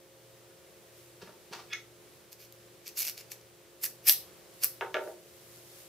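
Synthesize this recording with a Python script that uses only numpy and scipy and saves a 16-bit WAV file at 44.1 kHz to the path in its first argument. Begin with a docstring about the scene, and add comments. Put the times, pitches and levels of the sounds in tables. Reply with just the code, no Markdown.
"""A small room, ringing over the hum of appliances. Skin and sleeve brush; fingers knock on a wooden
table, drag washers over it and flip one up. Hands thread a steel washer on a screw: it rubs and
chatters over the thread, then snaps onto a stack of ring magnets. The stack is laid down and rocks
to rest. Blows ring decaying modes of wood, steel and stack; friction is a train of tiny slips."""
import sys
import numpy as np
from scipy import signal
from scipy.fft import rfft, irfft
from scipy.io import wavfile
from scipy.ndimage import uniform_filter1d, minimum_filter1d

SR = 44100
rng = np.random.default_rng(int(sys.argv[2]) if len(sys.argv) > 2 else 0)


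def inscribe(sig):
    """Save sig as 16-bit PCM at rate SR to the path in sys.argv[1].

    A 1-D sig is mono; a 2-D sig holds one channel per row.
    Samples are clipped to [-1, 1] before scaling.
    """
    pcm = np.round(np.clip(np.atleast_2d(sig).T, -1, 1) * 32767)
    wavfile.write(sys.argv[1], SR, pcm.astype(np.int16))


N = 259296
T = np.arange(N) / SR

# fan and microphone hiss: f/Hz, density/dB
AIR_SPECTRUM = [(12, -65), (20, -31), (86, -12), (116, -18), (145, -10.5), (177, -11), (284, -20.5),
                (346, -8.5), (376, -8), (497, -11.5), (541, -12.5), (823, -19), (1750, -20.5),
                (13100, -25.5), (15900, -27)]
# hiss, left-right: f/Hz, coherence/0-1
AIR_COHERENCE = [(60, 0.03), (130, 0.63), (290, 0.7), (640, 0.69), (1410, 0.27), (3100, 0.68), (6820, 0),
                 (15000, 0)]
# motor lines: f/Hz, level/dB
HUM_LINES = [(351, -66), (533.7, -67.5), (299, -80.5), (432.5, -74), (596, -81.5), (668, -78.5),
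             (1150, -91.5)]
# room decay: f/Hz, t60/s
ROOM_DECAY = [(200, 0.45), (800, 0.31), (2500, 0.2), (4000, 0.29), (6500, 0.27), (12000, 0.25),
              (16000, 0.24)]
# room tail, left-right: f/Hz, coherence/0-1
ROOM_COHERENCE = [(200, 1), (800, 0.82), (2500, 0.65), (6000, 0.03), (12000, 0)]
# skin and sleeve: t/s, level/dB
BRUSH_LEVELS = [(0, -85), (.8, -79), (1., -59.5), (1.5, -80), (2., -82), (4.4, -83), (4.55, -60),
                (4.7, -61), (5.35, -60.5), (5.65, -56.5), (5.88, -58)]
# skin and sleeve: f/Hz, density/dB
BRUSH_SPECTRUM = [(500, -10), (2000, -4), (5000, -1), (9000, -1), (12500, 1), (15500, -3)]
# washers dragged on wood: t/s, hold/s, level/dB
WOOD_DRAGS = [(1.221, 0.0067, -51.5), (1.27, 0.025, -62), (1.532, 0.01, -42.5), (1.575, 0.027, -52.5)]
# drag noise: f/Hz, density/dB
DRAG_SPECTRUM = [(150, -46), (250, -28), (377, 3), (579, -4), (951, 0.5), (1860, -4), (5370, -6),
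                 (8380, -21), (15000, -22)]
# table top: f/Hz, level/dB, t60/s
WOOD_MODES = [(130, -20, .06), (180, -15, .06), (375, -1, .13), (435, -6, .1), (490, -9, .07),
              (572, 0, .12), (633, -1, .12), (700, -9, .06), (780, -9, .07), (905, -1, .1), (985, -7, .06),
              (1210, -5, .06), (1350, -1, .055), (1420, -6, .05), (1495, -4, .05), (1695, 2, .055),
              (1860, -7, .04), (2000, -5, .04), (2200, -1, .045), (2480, -3, .035), (2900, -12, .012),
              (3400, -3, .028), (3900, -9, .009), (4700, -6, .012), (5300, -4, .012), (6100, -10, .004)]
# fingers on the table: t/s, level/dB, softness/0-1 (nail to pad)
FINGER_TOUCHES = [(0.507, -58, .01), (1.221, -50, .02), (1.227, -40, 1), (1.274, -45.5, 0.36),
                  (1.292, -43.5, 0.48), (1.51, -44, 0.94), (1.534, -54, .05)]
# washer flipping up: t/s, knock/dB, tick/dB
WASHER_FLIPS = [(1.730, -24.5, -48), (1.7336, -25, -25), (1.736, -36, -38), (1.748, -44, -53),
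                (1.763, -45, -58)]
# stack rocking on the table: t/s, level/dB, contact corner/Hz, node/Hz
STACK_LANDINGS = [(4.810, -25, 1790, 630), (4.815, -31.5, 1600, 657), (4.822, -25, 940, 616),
                  (4.84, -37, 1010, 640), (4.843, -36, 990, 650), (4.943, -22, 2100, 895),
                  (4.947, -29, 1690, 905), (4.953, -25, 1520, 950), (4.960, -30.5, 800, 930),
                  (4.968, -27.5, 1500, 930), (4.984, -28.5, 560, 955), (5.011, -34, 643, 960),
                  (5.024, -37, 630, 380), (5.040, -41.5, 645, 378), (5.062, -36, 560, 380),
                  (5.075, -33, 800, 910), (5.087, -35.5, 610, 950), (5.105, -41.5, 577, 910)]
# magnet stack body: f/Hz, level/dB, t60/s
STACK_MODES = [(338, -13, 0.024), (523, -9, 0.05), (755, -6, 0.016), (1110, -2, 0.026), (1350, -5, 0.018),
               (1800, 7, 0.014)]
# stack jolting in the hand: t/s, level/dB
STACK_THUDS = [(3.318, -46), (3.8348, -42), (3.8418, -37.5), (3.8611, -39.5), (4.0869, -42), (4.0956, -30),
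               (4.636, -41), (4.6443, -38)]
# washer and magnets, low modes: f/Hz, level/dB, t60/s
STEEL_LOW_MODES = [(1900, -22, .004), (2400, -9, .004), (2700, -11, .004), (3400, -22, .003),
                   (4100, -9, .003), (4750, -2, .0025), (5300, 0, .0025), (6000, -2, .0025),
                   (6600, -5, .003)]
# washer and magnets, high modes: f/Hz, level/dB, t60/s
STEEL_HIGH_MODES = [(8200, -5, .002), (9500, -6, .002), (10900, -3, .0025), (11800, 0, .0025),
                    (12600, 1, .003), (13600, 0, .0025), (14800, -2, .002)]
# washer rubbing the thread: t/s, hold/s, level/dB, tilt/dB (low minus high modes)
THREAD_RUBS = [(2.326, .003, -54, -2), (2.397, 0.057, -59, -1), (2.866, 0.023, -49.5, 2.5),
               (2.977, 0.049, -38.5, -3), (3, 0.016, -39, -9), (3.046, 0.052, -42, -4),
               (3.177, 0.032, -52.5, 2.5), (3.319, 0.001, -45.5, -1), (3.836, 0.018, -36.5, -8.5),
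               (4.078, 0.021, -26, -4.5), (4.087, 0.038, -33.5, -18), (4.637, 0.0034, -31.5, -3.5),
               (4.643, 0.01, -41.5, -4)]
# washer skipping on the thread: t/s, length/s, rate/Hz, first level/dB, last level/dB, tilt/dB
THREAD_SKIPS = [(2.4024, 0.059, 67, -43, -42, 2)]
# steel-on-steel contacts: t/s, level/dB, tilt/dB
STEEL_CONTACTS = [(2.3238, -39, -4), (2.3293, -30, -5), (2.5246, -34, -6), (2.8685, -31, 7),
                  (2.8787, -23, -5), (2.8907, -31, 2), (2.9735, -23, -6), (2.9788, -21, -12),
                  (2.983, -24, -11), (2.9868, -21, -12), (2.9906, -16, -12), (2.9955, -22, -6),
                  (3.0025, -20, -4), (3.006, -19, -2), (3.0095, -22, -6), (3.0128, -21, -8),
                  (3.0203, -19, -1), (3.0301, -19, 0), (3.0511, -22, -1), (3.0692, -20, -3),
                  (3.0752, -20, 0), (3.082, -20, 0), (3.0885, -22, 2), (3.097, -23, 0), (3.1783, -27, 2),
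                  (3.186, -35, 11), (3.2119, -35, 5), (3.3182, -23, -5), (3.3221, -32, -6),
                  (3.4126, -44, 12), (3.8357, -21, -5), (3.8372, -17, -5), (3.8416, -19, -9),
                  (3.8611, -21, -4), (3.8645, -25, -4), (4.0694, -16, -11), (4.0726, -17, -6),
                  (4.0764, -13, -5), (4.0817, -7, -13), (4.0869, -6, -9), (4.0935, -12, -3),
                  (4.0952, -6, -2), (4.0956, 2, 0), (4.0959, -3, -2), (4.0971, -4, -8), (4.1012, -9, -15),
                  (4.1085, -13, -14), (4.6361, -10, -8), (4.6443, -4, -19), (4.6484, -17, -10)]


def undb(db):
    return 10 ** (np.asarray(db) / 20)


def unit_rms(x):
    return x / np.sqrt(np.mean(x ** 2))


def along(points, hz):
    """Interpolate (f/Hz, value) points over log frequency."""
    point_hz, values = np.array(points).T
    return np.interp(np.log(hz + 1), np.log(point_hz), values)


def colour(x, spectrum):
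    """Shape x by a (f/Hz, level/dB) spectrum."""
    return irfft(rfft(x) * undb(along(spectrum, np.fft.rfftfreq(N, 1 / SR))), N)


def walk(rate_hz):
    """Random steps, smoothed twice."""
    hold = int(SR / rate_hz)
    steps = np.repeat(rng.standard_normal(N // hold + 1), hold)
    return uniform_filter1d(uniform_filter1d(steps, hold), hold)[:N]


def add(out, at_s, x):
    i = int(at_s * SR)
    out[:, i:i + x.shape[-1]] += x[..., :N - i]


def highpass(x, hz):
    """Small things radiate no bass."""
    return signal.sosfilt(signal.butter(3, hz, "highpass", fs=SR, output="sos"), x)


def swell(start_s, hold_s, db, rise_db_s, fall_db_s):
    """Rise-hold-fall gain and its sample mask."""
    on = (T > start_s - .06) & (T < start_s + hold_s + .08)
    t = T[on] - start_s
    return undb(db - rise_db_s * np.maximum(-t, 0) - fall_db_s * np.maximum(t - hold_s, 0)), on


def grit(spread_db, rate_hz):
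    """Tiny random slips, a few much larger; rms 1."""
    slips = (rng.random(N) < rate_hz / SR) * rng.standard_normal(N)
    return unit_rms(slips * undb(spread_db * rng.exponential(size=N)))


def ring(modes, samples, rise_s, detune, scatter_db):
    """Decaying modes, peak 1; each blow meets them a little differently."""
    hz, db, t60_s = np.array(modes).T[:, :, None]
    pitch_draw, level_draw, phase = rng.standard_normal((3, len(modes), 1))
    t = np.arange(samples) / SR
    hz = np.minimum(hz * (1 + detune * pitch_draw), .45 * SR)
    envelopes = undb(db + scatter_db * level_draw) * 1000 ** (-t / t60_s)
    y = np.sum(envelopes * np.sin(2 * np.pi * (hz * t + phase)), axis=0)
    y *= 1 - np.exp(-(t / rise_s) ** 2)
    return y / np.abs(y).max()


def air():
    """Fan and microphone hiss, partly coherent left to right."""
    coherence = np.clip(along(AIR_COHERENCE, np.fft.rfftfreq(N, 1 / SR)), 0, .99)
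    mid, side = (rfft(colour(rng.standard_normal(N), AIR_SPECTRUM)) for _ in range(2))
    hiss = irfft(np.sqrt(1 + coherence) * mid + np.sqrt(1 - coherence) * side * [[1], [-1]], N)
    return undb(-57 + 1.03 * walk(4.47)) * unit_rms(hiss)


def hum(throb_hz=119, period_s=.751, dip_s=.7):
    """Wavering motor lines; the lowest throbs."""
    def tone(hz):
        drift_rad = 15.35 * np.cumsum(walk(12)) / SR
        return np.sqrt(2) * np.sin(2 * np.pi * (hz * T + rng.random()) + drift_rad)

    lines = sum(undb(db + 2.1 * walk(4.4)) * tone(hz) for hz, db in HUM_LINES)
    throb = 1 - .58 * np.cos(2 * np.pi * (T - dip_s) / period_s)
    return lines + undb(-70) * throb * tone(throb_hz)


def room(x):
    """Diffuse stereo tail, decaying by half-octave band."""
    t, tail = np.arange(20000) / SR, 0
    for hz in 125 * 2 ** np.arange(0, 7.1, .5):
        band = signal.butter(2, [hz / 2 ** .22, hz * 2 ** .22], "bandpass", fs=SR, output="sos")
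        common, own = rng.standard_normal(len(t)), rng.standard_normal((2, len(t)))
        coherence = np.clip(along(ROOM_COHERENCE, hz), 0, 1)
        noise = np.sqrt(coherence) * common + np.sqrt(1 - coherence) * own
        tail += signal.sosfilt(band, noise) * 1000 ** (-t / along(ROOM_DECAY, hz))
    tail *= 1 - np.exp(-t / .00036)
    return signal.fftconvolve(x.mean(axis=0)[None], tail)[:, :N]


def brush():
    """Skin and sleeve friction: soft, flickering hiss."""
    hiss = np.array([unit_rms(colour(grit(1.02, 8000), BRUSH_SPECTRUM)) for _ in range(2)])
    flicker_db = 3 * walk(15)
    return undb(np.interp(T, *np.array(BRUSH_LEVELS).T) + flicker_db) * hiss


def drags():
    """Washers slip over the wood grain."""
    out, rough = np.zeros(N), unit_rms(colour(grit(1.1, 3000), DRAG_SPECTRUM))
    for row in WOOD_DRAGS:
        gain, on = swell(*row, rise_db_s=1100, fall_db_s=604)
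        out[on] += gain * rough[on]
    return out


def knock(out, at_s, db, low_hz, corner_hz, node_hz=20, tick_db=5):
    """Blow on wood: harder contact, shorter push, higher modes. Modes near node_hz barely move."""
    hz, mode_db, t60_s = np.array(WOOD_MODES).T
    node_db = 11.5 * np.exp(-(np.log2(hz / node_hz) / .17) ** 2)
    rolloff_db = 10 * np.log10((1 + (hz / corner_hz) ** 6) * (1 + (low_hz / hz) ** 6))
    modes = np.column_stack([hz, mode_db - node_db - rolloff_db, t60_s])
    body = ring(modes, 12000, rise_s=.0004, detune=.004, scatter_db=1.5)
    push = np.exp(-(np.arange(-30, 31) * np.clip(corner_hz, 1200, 3000) * 3.67 / SR) ** 2)
    tick = np.diff(push, n=2)
    body[:len(tick)] += undb(tick_db) * min(corner_hz / 1500, 1) ** 2 * tick / np.abs(tick).max()
    add(out, at_s, undb(db) * highpass(body, .87 * low_hz))


def steel(width):
    """Brief low and high rings of washer and magnets; width scales the part unique to each side."""
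    def blow():
        return np.array([ring(modes, 400, rise_s=.00012, detune=.04, scatter_db=2)
                         for modes in (STEEL_LOW_MODES, STEEL_HIGH_MODES)])

    shared, sides = blow(), np.stack([blow(), blow()], axis=1)
    return shared[:, None] + np.array([.6, 1.05])[:, None, None] * width * sides


def blend(low, high, tilt_db):
    return undb(tilt_db / 2) * unit_rms(low) + undb(-tilt_db / 2) * unit_rms(high)


def click(out, at_s, db, tilt_db):
    """One steel contact and its reflection off the table."""
    hit = blend(*steel(width=.34), tilt_db)
    pan_db = .5 + .8 * rng.standard_normal()
    hit /= np.abs(hit.mean(axis=0)).max()
    hit *= undb(db + np.array([[pan_db], [-pan_db]]) / 2)
    add(out, at_s, hit)
    add(out, at_s + .0014, undb(-14) * hit[::-1])


def fingers():
    """Table knocks, from bright nail to dull pad."""
    out = np.zeros((2, N))
    nail_hz, pad_hz = np.array([450, 5000]), np.array([60, 187])  # driven band edges
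    for at_s, db, softness in FINGER_TOUCHES:
        band_hz = nail_hz * (pad_hz / nail_hz) ** softness
        knock(out, at_s, db, *band_hz)
    return out


def flip():
    """A nail scrapes under a washer and flips it; the light washer drives only high wood modes."""
    out, response = np.zeros((2, N)), np.zeros((1, N))
    contact = dict(low_hz=1920, corner_hz=4660, node_hz=1550, tick_db=-8)
    for at_s, knock_db, tick_db in WASHER_FLIPS:
        knock(out, at_s, knock_db, **contact)
        click(out, at_s, tick_db, tilt_db=18)
    gain, on = swell(1.726, hold_s=.0027, db=-42.5, rise_db_s=650, fall_db_s=1500)
    knock(response, 0, 0, **contact)
    scrape = np.convolve(grit(.93, 2500)[on], response[0, :len(gain)])
    out[:, on] += gain * unit_rms(scrape[:len(gain)])
    return out


def landing():
    """The stack lands on an edge and rocks to rest; harder contacts jolt its steel more."""
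    out = np.zeros((2, N))
    for at_s, db, corner_hz, node_hz in STACK_LANDINGS:
        low_hz = 334 + .017 * corner_hz
        knock(out, at_s, db, low_hz, corner_hz, node_hz)
        jolt_db = db - 10 + 9 * np.log2(corner_hz / 2100)
        click(out, at_s, jolt_db, tilt_db=9.6)
    return out


def rubs(ways=5):
    """Stick-slip on the thread; the contact wanders, so it rings in several ways."""
    out, slip_trains = np.zeros((2, N)), [grit(1.6, 2200) for _ in range(ways)]
    for start_s, hold_s, db, tilt_db in THREAD_RUBS:
        gain, on = swell(start_s, hold_s, db, rise_db_s=990, fall_db_s=752)
        for slips in slip_trains:
            low, high = (signal.fftconvolve(slips[None, on], response)[:, :len(gain)]
                         for response in steel(width=1))
            out[:, on] += gain * blend(low, high, tilt_db) / np.sqrt(ways)
    return out


def chatter(max_ticks=14):
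    """The washer skips from turn to turn in nearly even ticks."""
    out = np.zeros((2, N))
    for start_s, length_s, rate_hz, first_db, last_db, tilt_db in THREAD_SKIPS:
        for i, (jitter, scatter) in enumerate(rng.standard_normal((max_ticks, 2))):
            delay_s = (i + .08 * jitter) / rate_hz
            if delay_s < length_s:
                db = first_db + (last_db - first_db) * delay_s / length_s + 1.5 * scatter
                click(out, start_s + delay_s, db, tilt_db)
    return out


def snaps():
    """The washer strikes thread and magnets; hard snaps also jolt the stack's dull body."""
    out = np.zeros((2, N))
    for row in STEEL_CONTACTS:
        click(out, *row)
    for at_s, db in STACK_THUDS:
        add(out, at_s, undb(db) * ring(STACK_MODES, 3000, rise_s=.0005, detune=.022, scatter_db=3.9))
    return out


def scene():
    """Metal and table excite the room, over the background."""
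    metal = highpass(snaps() + chatter() + rubs(), 260)
    table = highpass(fingers() + flip() + landing() + drags(), 77)
    reverb = room(undb(-35.5) * metal + undb(-30.5) * table)
    return metal + table + reverb + brush() + air() + hum()


def record(dry, top_hz=15550):
    """Steep low-pass; a fast look-ahead limiter holds peaks to full scale."""
    cut = signal.sosfilt(signal.ellip(10, .2, 70, top_hz, fs=SR, output="sos"), dry)
    overload = np.maximum(np.abs(cut).max(axis=0), 1)
    gain = minimum_filter1d(1 / overload, size=129)
    return cut * uniform_filter1d(gain, size=65)


dry = scene()
out = record(dry)
inscribe(out)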